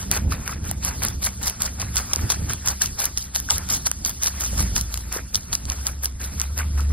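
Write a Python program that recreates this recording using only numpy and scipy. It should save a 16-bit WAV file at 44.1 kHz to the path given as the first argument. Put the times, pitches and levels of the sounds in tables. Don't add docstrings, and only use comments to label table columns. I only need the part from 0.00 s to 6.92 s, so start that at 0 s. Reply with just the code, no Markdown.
import sys
import numpy as np
from scipy import signal
from scipy.fft import rfft, irfft, next_fast_len
from scipy.io import wavfile
from scipy.ndimage import uniform_filter1d

SR = 44100
rng = np.random.default_rng(int(sys.argv[2]) if len(sys.argv) > 2 else 0)


def int16_out(signal):
    q = np.round(np.clip(np.atleast_2d(signal).T, -1, 1) * 32767)
    wavfile.write(sys.argv[1], SR, q.astype(np.int16))


def invert_db(level):
    return 10 ** (np.asarray(level, dtype=float) / 20)


N = 305362
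SIZE = next_fast_len(N + 4096)
HZ = np.fft.rfftfreq(SIZE, 1 / SR)
TIME = np.arange(N) / SR

# [t/s, drone f/Hz, drone level/dB, roar level/dB]
TRAFFIC = [(0.0, 54, -43, -40), (0.25, 61.03, -31.5, -35), (0.6, 66.7, -32.5, -41.5),
           (0.85, 67.53, -31, -37.5), (1.5, 63.9, -35.5, -43.5), (1.73, 67.6, -31.5, -41.5),
           (2.75, 67.87, -39.5, -39.5), (3.12, 61.6, -36, -48.5), (3.7, 68.7, -37, -41),
           (3.91, 59.54, -40.5, -47.5), (4.35, 66.44, -34.5, -45), (4.59, 56.34, -24.5, -35.5),
           (5.01, 58.34, -31, -45.5), (5.389, 62.1, -42.5, -47), (5.82, 66.72, -27.5, -44.5),
           (6.15, 64.57, -33, -50.5), (6.4, 70.6, -28, -44.5), (6.92, 71.3, -15.5, -37.5)]
# [f/Hz, level/dB per Hz]
ROAR_COLOUR = [(15, -44), (25, 0), (49, -5.5), (76, 0.5), (151, -11.5), (200, -11.5), (395, -25),
               (700, -34.5), (910, -34), (1540, -120)]
# [f/Hz, likeness 0 to 1]
ROAR_LIKENESS = [(60, 1), (140, 0.98), (210, 0.91), (330, 0.35), (500, 0.059)]
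# [f/Hz, level/dB per Hz]
SUM_COLOUR = [(150, -24), (400, -16.5), (1400, -10.5), (2200, -14.5), (3400, -11), (4700, -9), (5900, -15),
              (9300, -17), (10000, -8.5), (11500, -10.5), (14600, -19), (15700, -22.5), (16500, -65)]
# [f/Hz, level/dB per Hz]
DIFFERENCE_COLOUR = [(250, -29), (700, -14), (1800, -24), (2900, -17), (3800, -22), (5600, -1), (7100, -2),
                     (9300, -1), (10200, -28), (11800, -5), (14700, -11.5), (15800, -10), (16500, -63)]
# [t/s, peak level/dB, f/Hz]
KNOCKS = [(0.175, -37, 1470), (0.321, -22.5, 1250), (0.476, -26.5, 1410), (0.526, -28, 1300),
          (0.713, -31, 730), (0.852, -33, 1190), (2.166, -33, 367), (2.816, -22, 1670), (3.017, -32, 1500),
          (3.488, -23.5, 1530), (4.531, -33, 523.4), (5.163, -26, 418), (5.185, -33, 1737),
          (6.419, -38, 1340), (6.606, -24.5, 1470), (6.795, -27, 1280)]
# [t/s, peak level/dB, fizz level/dB over the middle band]
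CRACKS = [(0.157, -25, -1), (0.1743, -13, -21), (0.3232, -16, -14), (0.4776, -14, -3.5), (0.713, -15.5, 5),
          (1.0291, -16, -3), (1.05, -10.5, 5), (1.4702, -15, -1), (1.8172, -14, -10), (1.983, -16, -20),
          (2.1378, -13.5, -5), (2.302, -3.5, -14), (2.5347, -15.5, 4.5), (3.0025, -15, -21),
          (3.349, -13.5, -11), (3.37, -19, -8), (3.4886, -25, -19), (3.8699, -8, -14), (4.2734, -9, -10),
          (4.2821, -14.5, -10), (4.447, -24, -13), (4.6052, -12, -12), (4.7636, -5, -10), (4.7789, -10, -6),
          (4.9418, -12.5, 0), (5.1473, -22, -21), (5.72, -18, -17), (6.4052, -20, -13), (6.588, -15, -4),
          (6.806, -23, -1)]
# [t/s, peak level/dB, fizz level/dB over the middle band]
SNAPS = [(0.114, -3.5, 0), (0.849, -11.5, 2.5), (0.854, -21, 0), (1.2302, -18, -3), (1.2896, -23, -6),
         (1.4808, -10.5, -3), (1.4984, -16, 3), (1.7977, -25, -5), (1.958, -13, -2), (1.968, -4.5, -20),
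         (2.134, -2.5, -9), (2.32, -6.5, -12), (2.675, -6.5, -11), (2.8353, -16, 0), (3.1749, -7, -21),
         (3.182, -13, -7), (3.3555, -13, 0), (3.3603, -5, -29), (3.4012, -18.5, 6), (3.5817, -14, 3.5),
         (3.9148, -8, -3.5), (4.0611, -15, -2), (4.0953, -21.5, 9), (4.243, -13, -4), (4.975, -14.5, -9),
         (5.5297, -8, -21), (5.5523, -5.5, -9), (5.654, -21, -6), (5.8684, -6, -8), (6.0455, -17, 8)]
# [t/s, peak level/dB, fizz level/dB over the middle band]
TICKS = [(1.0359, -10.4, -1), (1.085, -14.5, -0.5), (1.2436, -15, 1), (1.2642, -10.5, -3),
         (1.43, -17.5, -1), (1.6202, -6.5, -4.5), (2.1601, -7, -12), (2.6851, -6.5, -4), (2.8197, 1, -34),
         (2.8595, -11, -6), (3.0549, -12.5, 9), (3.503, -8, -30), (3.507, 2, -31), (3.521, -14, -22),
         (3.6893, -15, -11), (3.7003, -12, -11), (3.747, -14, 0), (4.0498, -5.5, -16), (4.2345, -6, -6),
         (4.261, -10.5, -1), (4.409, -13, -5), (4.8115, -11.5, -4), (5.1263, -11, -12), (5.3463, -4, -36),
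         (5.3557, 0, -19), (5.7, -9.5, -16), (6.057, -6, -6.5), (6.399, -11.5, -3), (6.4157, -10, -7),
         (6.578, -17, 2)]
# [t/s, rustle level/dB]
GAPS = [(0.0, -35), (0.27, -50.5), (0.41, -39.5), (0.7, -44.5), (0.96, -38), (1.2, -44), (1.6, -41.5),
        (2.07, -37.5), (2.7, -38), (3.31, -45), (3.5, -37.5), (4.17, -41.5), (4.54, -35.5), (5.27, -44.5),
        (5.8, -39), (6.17, -49.5), (6.35, -40), (6.92, -43.5)]
# [t/s, length/s, grind start level/dB, grind end level/dB, skull thud level/dB over grind]
LONG_STALK = [(0.0, 0.028, -32, -33.5, -8.5), (0.115, 0.049, -23, -20.5, -9), (0.296, 0.03, -40, -23.5, -7),
              (0.46, 0.068, -34, -31.5, -3.5), (0.638, 0.063, -36, -29, -8.5),
              (0.828, 0.06, -29.5, -22.5, -7.5), (1.024, 0.082, -23.5, -33.5, -5),
              (1.223, 0.04, -23.5, -19.5, -13), (1.42, 0.059, -28.5, -19.5, -9),
              (1.606, 0.056, -25, -24.5, -9.5), (1.797, 0.02, -29.5, -25, -6.5),
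              (1.951, 0.029, -27, -18.5, -10.5), (2.11, 0.11, -34, -34, -4.5),
              (2.303, 0.02, -15, -19, -13.5)]
# [t/s, length/s, level/dB, level/dB, level/dB]
SHORT_STALK = [(2.498, 0.046, -22, -30, -10.5), (2.66, 0.051, -21, -23.5, -11),
               (2.816, 0.048, -18, -25.5, -15.5), (2.994, 0.065, -17.5, -23.5, -12),
               (3.174, 0.083, -27.5, -33.5, -17), (3.352, 0.024, -22.5, -21, -19.5),
               (3.504, 0.074, -16, -30, -15.5), (3.703, 0.065, -15, -24.5, -15.5),
               (3.869, 0.012, -9.5, -28, -19.5), (4.055, 0.04, -21.5, -23, -16),
               (4.225, 0.052, -21.5, -20, -16.5), (4.403, 0.068, -21, -26, -13),
               (4.579, 0.045, -24, -22, -12.5), (4.758, 0.054, -19, -29, -14.5),
               (4.921, 0.084, -31.5, -37, -15.5)]
# [t/s, length/s, level/dB, level/dB, level/dB]
SEED_HEAD = [(5.12, 0.048, -31, -26, -6), (5.349, 0.011, -20.5, -22, -15.5),
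             (5.533, 0.022, -17, -32.5, -15.5), (5.686, 0.035, -34.5, -30, -6),
             (5.863, 0.01, -25.5, -24.5, -9.5), (6.034, 0.013, -23, -25, -11),
             (6.205, 0.047, -32.5, -29.5, -8), (6.381, 0.05, -41, -30.5, -5),
             (6.571, 0.025, -33, -24.5, -4.5), (6.779, 0.053, -33.5, -40.5, -1.5),
             (6.888, 0.04, -47.5, -43, -2)]
# [t/s, length/s]
FULL_STEREO = [(0.109, 0.054), (0.71, 0.086), (1.026, 0.017), (1.069, 0.044), (1.16, 0.052), (1.233, 0.063),
               (1.41, 0.12), (1.625, 0.055), (1.952, 0.063), (2.23, 0.021), (2.272, 0.041), (2.81, 0.091),
               (3.037, 0.077), (3.172, 0.034), (3.621, 0.08), (3.738, 0.04), (4.085, 0.021), (4.2, 0.034),
               (4.393, 0.056), (4.505, 0.075), (4.755, 0.088), (4.932, 0.078), (5.107, 0.04),
               (5.219, 0.076), (5.644, 0.027), (5.691, 0.015), (5.85, 0.07), (6.031, 0.037), (6.393, 0.041),
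               (6.776, 0.052)]


def evened(x):
    return x / np.sqrt(np.mean(abs(x) ** 2) + 1e-20)


def drifting(shape, *sizes):
    field = rng.standard_normal(shape)
    for axis, size in enumerate(sizes):
        field = uniform_filter1d(field, size=size, axis=axis)
    return evened(field)


def read(points):
    f, value = np.transpose(points)
    return np.interp(np.log(HZ + 1), np.log(f + 1), value)


def causal(db):
    cepstrum = irfft(db * np.log(10) / 20, SIZE)
    cepstrum[1:SIZE // 2] *= 2
    cepstrum[SIZE // 2 + 1:] = 0
    return np.exp(rfft(cepstrum))


def shaped(x, response):
    return irfft(rfft(x, SIZE) * response, SIZE)[..., :N]


def ports(low, middle, fizz):
    colour = np.array([causal(read(SUM_COLOUR)), causal(read(DIFFERENCE_COLOUR))])
    above_low, above_middle = [1 / (1 + (edge_hz / (HZ + 1)) ** 12) for edge_hz in (2784, 9260)]
    bands = 1 - above_low, above_low - above_middle, above_middle
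    mid, side = sum(shaped(x, evened(colour * band) / np.sqrt(2))
                    for x, band in zip((low, middle, fizz), bands))
    return np.array([mid + side, mid - side])


def traffic():
    t, *columns = np.transpose(TRAFFIC)
    drone_hz, drone_db, roar_db = (np.interp(TIME, t, column) for column in columns)
    lumps, sway, gusts = drifting(N, 900), drifting(N, 1500), drifting(N, 4000)

    lumpy_db = np.clip(-0.15 * (drone_db + 14), 0, 4)
    drone_turns = np.cumsum(drone_hz * (1 + 0.0294 * sway)) / SR
    drone = invert_db(drone_db + 1.5 + lumpy_db * lumps) * np.sin(2 * np.pi * drone_turns)
    whine_turns = np.cumsum(191.1 * (1 + 0.0322 * lumps)) / SR
    whine = invert_db(roar_db - 5.5 + 1.3 * sway) * np.sin(2 * np.pi * whine_turns)

    a, b = rfft(rng.standard_normal((2, SIZE)))
    same = np.clip(read(ROAR_LIKENESS), 0, 1)
    pair = np.array([a, same * a + np.sqrt(1 - same ** 2) * b]) * invert_db(read(ROAR_COLOUR))
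    roar = evened(irfft(pair, SIZE)[:, :N]) * invert_db(roar_db + 9.5 + 3.1 * gusts)
    roar = shaped(roar, 1 / (1 + (32 / (HZ + 1)) ** 4))
    return shaped(drone + whine, HZ < 400) + roar * invert_db([[-0.8], [0.8]])


def knocks():
    ring_s = 0.0011
    out, t = np.zeros(N + 2048), np.arange(2048) / SR
    swell = t / ring_s * np.exp(-t / ring_s)
    for s, db, hz in KNOCKS:
        at = round(s * SR)
        out[at:at + len(t)] += invert_db(db + 14) * swell * np.sin(2 * np.pi * hz * t)
    return out[:N] * np.array([[1.15], [0.85]])


def breaks():
    kinds = (CRACKS, -8), (SNAPS, -12.5), (TICKS, -22.5)
    return [(s, db, low_db, fizz_db) for kind, low_db in kinds for s, db, fizz_db in kind]


def snaps():
    ring_s = np.array([0.00083, 0.00036, 0.00036])
    length = 320
    t = np.arange(length) / SR / ring_s[:, None, None]
    drive = np.zeros((3, 2, N + length))
    flurries = rng.standard_normal((len(breaks()), 1, 2, length)) * t * np.exp(-t)
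    flurries *= np.sqrt(30) / np.linalg.norm(flurries, axis=3, keepdims=True)
    for (s, db, low_db, fizz_db), flurry in zip(breaks(), flurries):
        at = round(s * SR) - 16
        bands = invert_db(0.5 + db + np.array([low_db - 4.5, -1.5, fizz_db - 2]))
        drive[:, :, at:at + length] += bands[:, None, None] * flurry
    return ports(*drive[..., :N])


def chews():
    parts = (LONG_STALK, -6.5), (SHORT_STALK, -6), (SEED_HEAD, -4)
    return [(*row, fizz_db - 0.1 * (max(row[2:4]) + 26))
            for part, fizz_db in parts for row in part]


def strokes(rise_db_s, fall_db_s, column):
    time = TIME[::16]
    power = np.zeros(len(time))
    for s, length, start_db, end_db, thud_db, fizz_db in chews():
        over_db = (0, thud_db, fizz_db)[column]
        end = s + length
        level_db = np.interp(time, [s, end], [start_db, end_db]) + over_db
        level_db -= rise_db_s * np.maximum(s - time, 0) + fall_db_s * np.maximum(time - s - length, 0)
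        settling_db = end_db + over_db - 16 - 90 * abs(time - end)
        power += invert_db(2 * level_db) + invert_db(2 * settling_db) * (time > end)
    return np.interp(TIME, time, power)


def crackle(per_s, spread_db, smooth):
    clumps = invert_db(2.8 * drifting(N, 180))
    size = invert_db(spread_db * np.minimum(rng.exponential(1, N), 3.5))
    size = size * (rng.random(N) < per_s / SR)
    return evened(clumps * (evened(size) + smooth) * rng.standard_normal((2, N)))


def mouthed(x, patchy_db):
    z = signal.stft(x, nperseg=256)[2]
    patches = invert_db(patchy_db * drifting(z.shape[1:], 3, 11))
    return signal.istft(z * evened(patches), nperseg=256)[1][:, :N]


def grind():
    rustle_db = np.interp(TIME, *np.transpose(GAPS))
    rustle = invert_db(rustle_db + 1.5 * drifting(N, 4000)) * rng.standard_normal((2, N))
    murmur = invert_db(rustle_db - 9.5 + 2.7 * drifting(N, 4000)) * rng.standard_normal((2, N))
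    grains = crackle(2500, 2.4, 1.5)
    fine = crackle(3500, 2.0, 2.0)
    dull = crackle(700, 2.6, 1.4)
    low = np.sqrt(strokes(910, 280, column=1)) * dull + murmur
    middle = np.sqrt(strokes(1300, 550, column=0)) * invert_db(-1.7) * grains + rustle
    fizz = np.sqrt(strokes(1700, 540, column=2)) * fine + rustle * invert_db(-6.5)
    return mouthed(ports(low, middle, fizz), patchy_db=2.5)


def scene():
    return traffic() + knocks() + snaps() + grind()


def thinned(x):
    under_db, waver_db, faint_db, top_hz = 7.0, 1.8, -62, 15800
    sharp_db, sharp_s = -7, 0.009
    hz, t, z = signal.stft([x[0] + x[1], x[0] - x[1]], SR, nperseg=1024, noverlap=768)
    starts = np.arange(0, 513, 8)
    band_hz = hz[starts, None]
    power = np.add.reduceat(abs(z) ** 2, starts, axis=1)
    level_db = 10 * np.log10(uniform_filter1d(power, size=10, axis=2) + 1e-20)

    full = sum((t > s) & (t < s + length) for s, length in FULL_STEREO) > 0
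    full |= sum(abs(t - s) < sharp_s for s, db, *_ in breaks() if db > sharp_db) > 0
    waver = waver_db * drifting(power.shape[1:], 2, 8)
    strong = level_db - level_db[::-1] + abs(waver) > -under_db
    kept = strong | full | (band_hz < 1300)
    floor_db = faint_db - np.array([0, 5])[:, None, None]
    kept &= (level_db + 2 * waver > floor_db) | (band_hz < 11500)
    kept = kept[:, np.arange(513) // 8] & (hz[:, None] < top_hz + 600 * full)
    mid, side = signal.istft(z * kept, nperseg=1024, noverlap=768)[1][:, :N] / 2
    return np.array([mid + side, mid - side])


def roll_off(x):
    return signal.sosfilt(signal.butter(12, 16530, fs=SR, output="sos"), x)


def record(dry):
    squeezed = np.tanh(dry * 0.85) / 0.97
    return roll_off(thinned(squeezed))


dry = scene()
out = record(dry)
int16_out(out)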